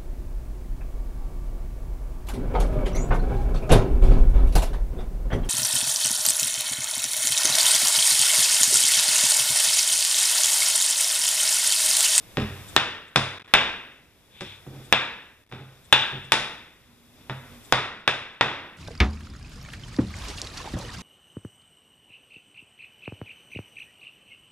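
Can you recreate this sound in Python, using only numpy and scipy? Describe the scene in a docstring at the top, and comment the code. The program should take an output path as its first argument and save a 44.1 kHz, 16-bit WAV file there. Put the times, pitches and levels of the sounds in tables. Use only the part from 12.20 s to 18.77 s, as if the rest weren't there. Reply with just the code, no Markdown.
"""Mallet on a wooden lattice

A shot-filled mallet knocks the joints of a wooden lattice frame home on a workbench in a hard-walled shop.
Each blow cracks, rings the rails briefly and thuds the bench top; a burst of shot noise swishes before it.
Light bumps, two hand brushes, a low shop tone and one passing drone lie between the blows.
A small two-port camera overloads on the cracks, ducks its gain after each and lets its hiss creep back."""
import sys
import numpy as np
from scipy import signal
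from scipy.fft import rfft, irfft, next_fast_len
from scipy.io import wavfile
from scipy.ndimage import uniform_filter1d, minimum_filter1d

SR = 44100
rng = np.random.default_rng(int(sys.argv[2]) if len(sys.argv) > 2 else 0)


def invert_db(level):
    """Linear amplitude ratio for a level in decibels (20 dB per decade), elementwise."""
    return 10 ** (np.asarray(level, dtype=float) / 20)


def output_pcm(signal):
    """Save a mono or channel-first signal as 16-bit PCM at the path in sys.argv[1].

    Samples are clipped to [-1, 1] before scaling.
    """
    pcm = np.clip(np.atleast_2d(signal).T, -1, 1) * 32767
    wavfile.write(sys.argv[1], SR, np.round(pcm).astype(np.int16))


N = 289718
GRID_HZ = np.fft.rfftfreq(8192, 1 / SR)


def unit(x):
    """Scale to rms 1."""
    return x / np.sqrt(np.mean(x ** 2) + 1e-20)


def along(hz, at_hz, values):
    """Read values on a log-frequency axis."""
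    return np.interp(np.log(hz + 1), np.log(np.add(at_hz, 1)), values)


def filtered(x, response):
    """x times a complex response of frequency."""
    size = next_fast_len(x.shape[-1] + 8192)
    spectrum = rfft(x, size) * response(np.fft.rfftfreq(size, 1 / SR))
    return irfft(spectrum, size)[..., :x.shape[-1]]


def causal(gain):
    """Spectrum of the minimum-phase response with this gain on GRID_HZ, by folding the cepstrum."""
    cepstrum = irfft(np.log(gain + 1e-6))
    cepstrum[..., 1:4096] *= 2
    cepstrum[..., 4097:] = 0
    return np.exp(rfft(cepstrum))


def coloured(x, spectrum):
    """x through a minimum-phase filter with this spectrum."""
    pulse = irfft(causal(invert_db(along(GRID_HZ, *np.transpose(spectrum)))))
    return signal.fftconvolve(x, pulse[None, :4096], axes=1)[:, :N]


# left-right likeness of shop sound: pitch_hz, correlation
LIKENESS = [(60, .92), (290, 1), (1000, .96), (2000, .9), (3500, .8), (5000, .5), (9000, .3)]


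def paired(two, spectrum):
    """Two unrelated signals blended to the shop's left-right likeness, then coloured."""
    def mid_side(hz):
        turn_rad = np.arccos(np.clip(along(hz, *np.transpose(LIKENESS)), -1, 1)) / 2
        return invert_db(along(hz, *np.transpose(spectrum))) * [np.cos(turn_rad), np.sin(turn_rad)]

    mid, side = filtered(two, mid_side)
    return np.array([mid + side, mid - side])


# shop tone, relative spectrum: pitch_hz, level_db
AIR = [(25, -27), (45, 6.5), (130, 4), (250, -6.5), (420, -9.5), (900, -19.5), (2500, -16), (3500, -19.5),
       (6000, -18), (12000, -38)]
# shop tone over time: time_s, level_db
AIR_LEVEL = [(0, -61), (2, -60.5), (4.4, -58), (4.75, -60), (6.57, -63.5)]
# drone, relative spectrum: pitch_hz, level_db
DRONE = [(190, -36.5), (235, -6.5), (265, -12.5), (300, -68)]
# drone over time: time_s, level_db
DRONE_LEVEL = [(4.55, -100), (4.65, -65.5), (5.4, -65), (5.55, -100)]


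def air():
    """Shaped noise: the low, slightly unsteady tone of the shop and a faint passing drone."""
    t = np.arange(N) / SR
    waver_db = 1.3 * unit(uniform_filter1d(rng.standard_normal(N), size=4000))
    tone_gain = invert_db(np.interp(t, *np.transpose(AIR_LEVEL)) + waver_db)
    tone = tone_gain * unit(paired(rng.standard_normal((2, N)), AIR))
    narrow = [(20, -120), *DRONE, (2000, -120)]
    drone_gain = invert_db(np.interp(t, *np.transpose(DRONE_LEVEL)))
    return tone + drone_gain * unit(paired(rng.standard_normal((2, N)), narrow))


def jostle(length_s, rate_hz=400):
    """First contact, then small random re-contacts that fall about 9 dB per length_s."""
    draw = rng.random((96, 2))
    t = np.cumsum(-np.log(draw[:, 0] + 1e-9) / rate_hz) * (np.arange(96) > 0)
    size = 0.44 * (2 * draw[:, 1] - 1) * invert_db(-9 * t / (abs(length_s) + 1e-5))
    size[0] = 1
    return np.bincount(np.round(t * SR).astype(int), size)[:SR // 4]


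# rails of the frame: pitch_hz, t60_s, struck_low_db, struck_top_db
RAILS = [(217, 0.39, -12, -25), (640, 0.026, -24.5, -12), (867, .04, -16.5, -4), (1390, 0.0074, -12.5, -10),
         (1538, 0.075, -6.5, -6.5), (1656, 0.027, -13.5, 5), (1880, 0.043, -5.5, -5),
         (2080, 0.0076, -15, -19), (2668, 0.0038, -10, 1), (3653, 0.007, -17.5, -3),
         (5620, 0.054, -15.5, -12), (6800, 0.0085, -22.5, -12.5)]
SMEAR_LOW_T60_S, SMEAR_TOP_T60_S = 0.018, 0.02


def crack(contacts, contact_ms, height, click_db=-13):
    """Each push, duller when softer, gives a broad click and rings the rails; peak 1."""
    hz, t60_s, low_db, top_db = np.transpose(RAILS)[:, :, None]
    level_db = low_db + height * (top_db - low_db) + 1.5 * rng.standard_normal(hz.shape)
    pitch_hz = hz * (1 + 0.02 * rng.standard_normal(hz.shape))
    half_width_hz = np.log(1000) / (2 * np.pi * t60_s)
    rails = invert_db(level_db) ** 2 / (1 + ((GRID_HZ - pitch_hz) / half_width_hz) ** 2)
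    power = invert_db(click_db) ** 2 + rails.sum(0)
    softness = 1 + (2 * np.pi * GRID_HZ * contact_ms / 1000) ** 2

    # the shock runs through the lattice and leaves it smeared over milliseconds, colour unchanged
    smear_t60_s = SMEAR_LOW_T60_S + height * (SMEAR_TOP_T60_S - SMEAR_LOW_T60_S)
    run = rfft(rng.standard_normal(8192) * invert_db(-60 * np.arange(8192) / SR / smear_t60_s))
    smear = run / causal(np.abs(run))
    pulse = irfft(smear * causal(np.sqrt(power) / softness))[:4096]
    out = signal.fftconvolve(pulse, contacts)
    return out / np.abs(out).max()


# bench top: pitch_hz, level_db, t60_s, swell_s
BENCH = [(56, -17, 0.25, 0.0034), (96.1, -16.5, 0.59, 0.039), (131.6, -2, 0.3, 0.02),
         (145.4, -9, 0.15, 0.0033), (210.7, -10, 0.17, 0.014), (238.5, -7, 0.079, 0.011),
         (295.8, -6, 0.1, 0.022), (382, -4, 0.07, 0.013), (482, -12.5, 0.065, 0.0042),
         (566, -12, .05, 0.0082), (750, -16.5, .04, 0.007)]


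def thud(contacts):
    """Bench modes swell and boom at slightly varied pitch and level; peak 1."""
    t = np.arange(SR // 2) / SR
    hz, db, t60_s, swell_s = np.transpose(BENCH)[:, :, None]
    pitch_hz = hz * (1 + 0.015 * rng.standard_normal(hz.shape))
    level_db = db + 1.5 * rng.standard_normal(hz.shape)
    envelope = invert_db(level_db - 60 * t / t60_s) * (1 - np.exp(-t / swell_s))
    boom = (envelope * np.sin(2 * np.pi * pitch_hz * t)).sum(0)
    out = signal.fftconvolve(boom, np.abs(contacts))[:len(t)]
    return out / np.abs(out).max()


# shop reverberation: pitch_hz, t60_s
SHOP = [(100, 0.91), (260, 0.9), (700, 0.59), (1840, 0.73), (4850, 0.57), (8000, 0.48), (12800, 0.64)]
# early echoes: delay_s, level_db
WALLS = [(.0035, -12), (.012, -12), (.019, -15), (.034, -18)]
SCATTER_T60_S = 0.015  # cluttered walls spread each echo


def shop(x, tail_db=-3):
    """Direct sound, early walls, and a fresh diffuse tail that dies band by band."""
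    hz, t, z = signal.stft(rng.standard_normal((2, SR)), SR, nperseg=256)
    decay = invert_db(-60 * t / along(hz, *np.transpose(SHOP))[:, None])
    tail = signal.istft(z * decay, SR, nperseg=256)[1][:, :SR]
    onset = 1 - np.exp(-np.arange(SR) / SR / 0.0009)
    tail = paired(tail, [(30, 3.0), (300, 4.0), (16000, 6.0)]) * onset
    answer = invert_db(tail_db) * tail / np.linalg.norm(tail[0])
    answer[:, 0] += 1
    for delay_s, level_db in WALLS:
        spread = rng.standard_normal(512) * invert_db(-60 * np.arange(512) / SR / SCATTER_T60_S)
        answer[:, round(delay_s * SR):][:, :512] += invert_db(level_db) * spread / np.linalg.norm(spread)
    return signal.fftconvolve(x[None], answer, axes=1)[:, :SR]


# mallet blows: start_s, crack_db, thud_db, contact_ms, height (0 low - 1 top)
BLOWS = [(0.564, 5, -28, 0.029, 0.33), (0.9593, 4, -14.5, 0.019, 0.05), (1.3378, 3, -24, .033, 0.39),
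         (2.7256, 1, -24.5, 0.036, 0.65), (3.726, -1.5, -26.5, 0.022, 0.97), (4.12, 3, -29, .015, 0.15),
         (5.5242, 12, -15, 0.038, 0.046), (5.877, 5, -20.5, 0.031, 0.32), (6.21, 3.5, -18, 0.054, 0.0405)]
# light taps and handling bumps: start_s, crack_db, thud_db, contact_ms, jostle_s
BUMPS = [(0.171, -27.5, -26, 0.034, 0.052), (2.208, -26.5, -33, 0.012, 0.041),
         (2.465, -42.5, -35.5, 0.44, .12), (3.315, -37.5, -43, 0.064, .003),
         (3.324, -27.5, -29, 0.049, 0.062), (3.925, -62.5, -33, 0.41, 0.079),
         (5.097, -26, -31, 0.069, 0.021)]
REBOUND_S, BUMP_HEIGHT = 0.0033, 0.13


def mallet():
    """Every blow or bump cracks the frame, heard in the shop, and thuds the bench."""
    out = np.zeros((2, N + SR))
    knocks = [(*row, REBOUND_S) for row in BLOWS]
    knocks += [(*row[:4], BUMP_HEIGHT, row[4]) for row in BUMPS]
    for start_s, crack_db, thud_db, contact_ms, height, jostle_s in knocks:
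        at = round(start_s * SR)
        contacts = jostle(jostle_s)
        snap = crack(contacts, contact_ms, np.clip(height, 0, 1))
        out[:, at:at + SR] += shop(invert_db(crack_db) * snap)
        out[:, at:at + SR // 2] += invert_db(thud_db) * thud(contacts)
    return out[:, :N]


# sliding shot, relative spectrum: pitch_hz, level_db
SHOT = [(600, -45), (1500, -24.5), (2500, -8), (3600, -4.5), (5500, -16.5), (8000, -5), (10500, -21.5),
        (13000, -32)]
# a hand brushing the frame: centre_s, length_s, level_db
BRUSH = [(2.169, 0.066, -61.5), (2.279, .13, -53.5)]
SWING_LEAD_S, SWING_LENGTH_S, SWING_DB, SWING_TILT_DB_PER_OCT = 0.071, 0.019, -56, 14
BRUSH_TILT_DB_PER_OCT = -8


def swish():
    """Gritty noise in soft bursts: bright shot before each blow, duller skin on wood."""
    out = np.zeros((2, N + SR))
    t = np.arange(SR // 2) / SR - 0.25
    bursts = [(row[0] - SWING_LEAD_S, SWING_LENGTH_S, SWING_DB, SWING_TILT_DB_PER_OCT) for row in BLOWS]
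    bursts += [(*row, BRUSH_TILT_DB_PER_OCT) for row in BRUSH]
    for centre_s, length_s, level_db, tilt_db in bursts:
        noise = rng.standard_normal((2, len(t)))
        grit_db = 1.7 * 20 / 20 * unit(uniform_filter1d(rng.standard_normal(len(t)), size=60))
        colour = [(hz, db + tilt_db * np.log2(hz / 3000)) for hz, db in SHOT]
        window = np.exp(-0.5 * (t / (length_s / 2)) ** 2)
        at = round((centre_s + t[0]) * SR)
        out[:, at:at + len(t)] += invert_db(level_db) * window * unit(paired(noise * invert_db(grit_db), colour))
    return out[:, :N]


def scene():
    """Blows, swishes and shop tone at the two ports."""
    return mallet() + swish() + air()


# camera hiss, relative spectrum: pitch_hz, level_db
HISS = [(100, 0.5), (3000, -19), (7000, -14.5), (12500, -12.5), (14200, -2), (14700, -62.5)]


def camera_hiss():
    """Independent shaped noise in each channel; rms 1."""
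    noise = rng.standard_normal((2, N))
    return unit(filtered(noise, lambda hz: invert_db(along(hz, *np.transpose(HISS)))))


# port resonances: pitch_hz, level_db
PORTS = [(37.8, -5.5), (145, -3), (1000, 5.5), (1670, 1.5), (2270, 3.5), (2520, 4.5), (2760, 3.5),
         (3100, 3), (3492, 12.5), (4300, -1), (4700, 2.5), (5650, 2.5), (6200, -5.5), (6660, -1.5),
         (8250, -7), (8650, -4.5), (9500, -6.5), (11040, -7.5), (11600, -28.5), (14800, -22)]


def ports(x):
    """The ports' resonances colour both channels."""
    return coloured(x, PORTS)


def gain_control(x, target_db=9.0, start_db=13, top_db=22, hold_s=0.56, rise_db_per_s=13):
    """Gain drops fast to hold peaks at the target, waits, then climbs at a steady rate."""
    t, half_hold = np.arange(N) / SR, round(hold_s * SR / 2)
    need_db = np.minimum(target_db - 20 * np.log10(np.abs(x).max(0) + 1e-9), top_db)
    need_db = minimum_filter1d(need_db, size=2 * half_hold + 1, origin=half_hold, mode="nearest")
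    need_db[0] = min(need_db[0], start_db)
    climb_db = rise_db_per_s * t
    gain_db = climb_db + np.minimum.accumulate(need_db - climb_db)
    keep = np.exp(-1 / (0.0004 * SR))  # smoothing time constant 0.4 ms
    return invert_db(start_db + signal.lfilter([1 - keep], [1, -keep], gain_db - start_db))


# spans where the level flickers and sags: start_s, end_s, depth_scale_db
FLICKER = [(1.183, 1.276, 13), (3.225, 3.296, 6)]


def flicker():
    """Gain that chops down in random steps every few milliseconds, ever deeper through each span."""
    t = np.arange(N) / SR
    chop = rng.random(2000)[np.floor(t * 220).astype(int)]  # 220 steps a second
    depth_db = np.zeros(N)
    for start_s, end_s, scale_db in FLICKER:
        deepening = 0.3 + (t - start_s) / (end_s - start_s)
        inside = (t > start_s) & (t < end_s)
        depth_db += scale_db * (0.067 + 4.2 * chop ** 2) * deepening * inside
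    return invert_db(-uniform_filter1d(depth_db, size=30))


def overload(x):
    """Saturation with a firm knee, limit 1.12."""
    return x / (1 + np.abs(x / 1.12) ** 6) ** (1 / 6)


# right channel against left: pitch_hz, level_db, lag_rad
RIGHT = [(40, 1, 0), (500, 1.7, .15), (1500, 1, .55), (2100, .3, .9), (2650, -2, 1.1), (3150, -3.3, 1.55),
         (3700, -7, 1.4), (4300, -1, 1.8), (4900, -17, 1.8), (5650, -18, 1.05), (7500, -13.5, .7),
         (10000, -15.5, .1), (14000, -7, 0)]


def lopsided(x):
    """The right channel is duller and lags a little."""
    at_hz, level_db, lag_rad = np.transpose(RIGHT)
    response = invert_db(along(GRID_HZ, at_hz, level_db)) * np.exp(-1j * along(GRID_HZ, at_hz, lag_rad))
    pulse = np.roll(irfft(response), 16)[:4096]  # 16 samples of pre-ring, taken off below
    return np.array([x[0], signal.fftconvolve(x[1], pulse)[16:N + 16]])


# camera's top end: pitch_hz, level_db
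BAND = [(12000, -3), (14200, -12.5), (15000, -14.5), (17000, -11), (20000, -30)]


def band_limit(x):
    """The camera's treble rolls off."""
    return coloured(x, BAND)


def low_pass(x):
    """Removes everything above the highest recorded frequency."""
    return signal.sosfilt(signal.butter(12, 16660, fs=SR, output="sos"), x)


def record(dry):
    """Ports, gain control, overload, hiss at the same gain, band limit."""
    hiss = camera_hiss()
    x = ports(dry)
    gain = gain_control(x) * flicker()
    x = lopsided(overload(gain * x)) + gain * invert_db(-64) * hiss
    mix = np.clip(band_limit(x), -1, 1)
    return low_pass(mix)


dry = scene()
out = record(dry)
output_pcm(out)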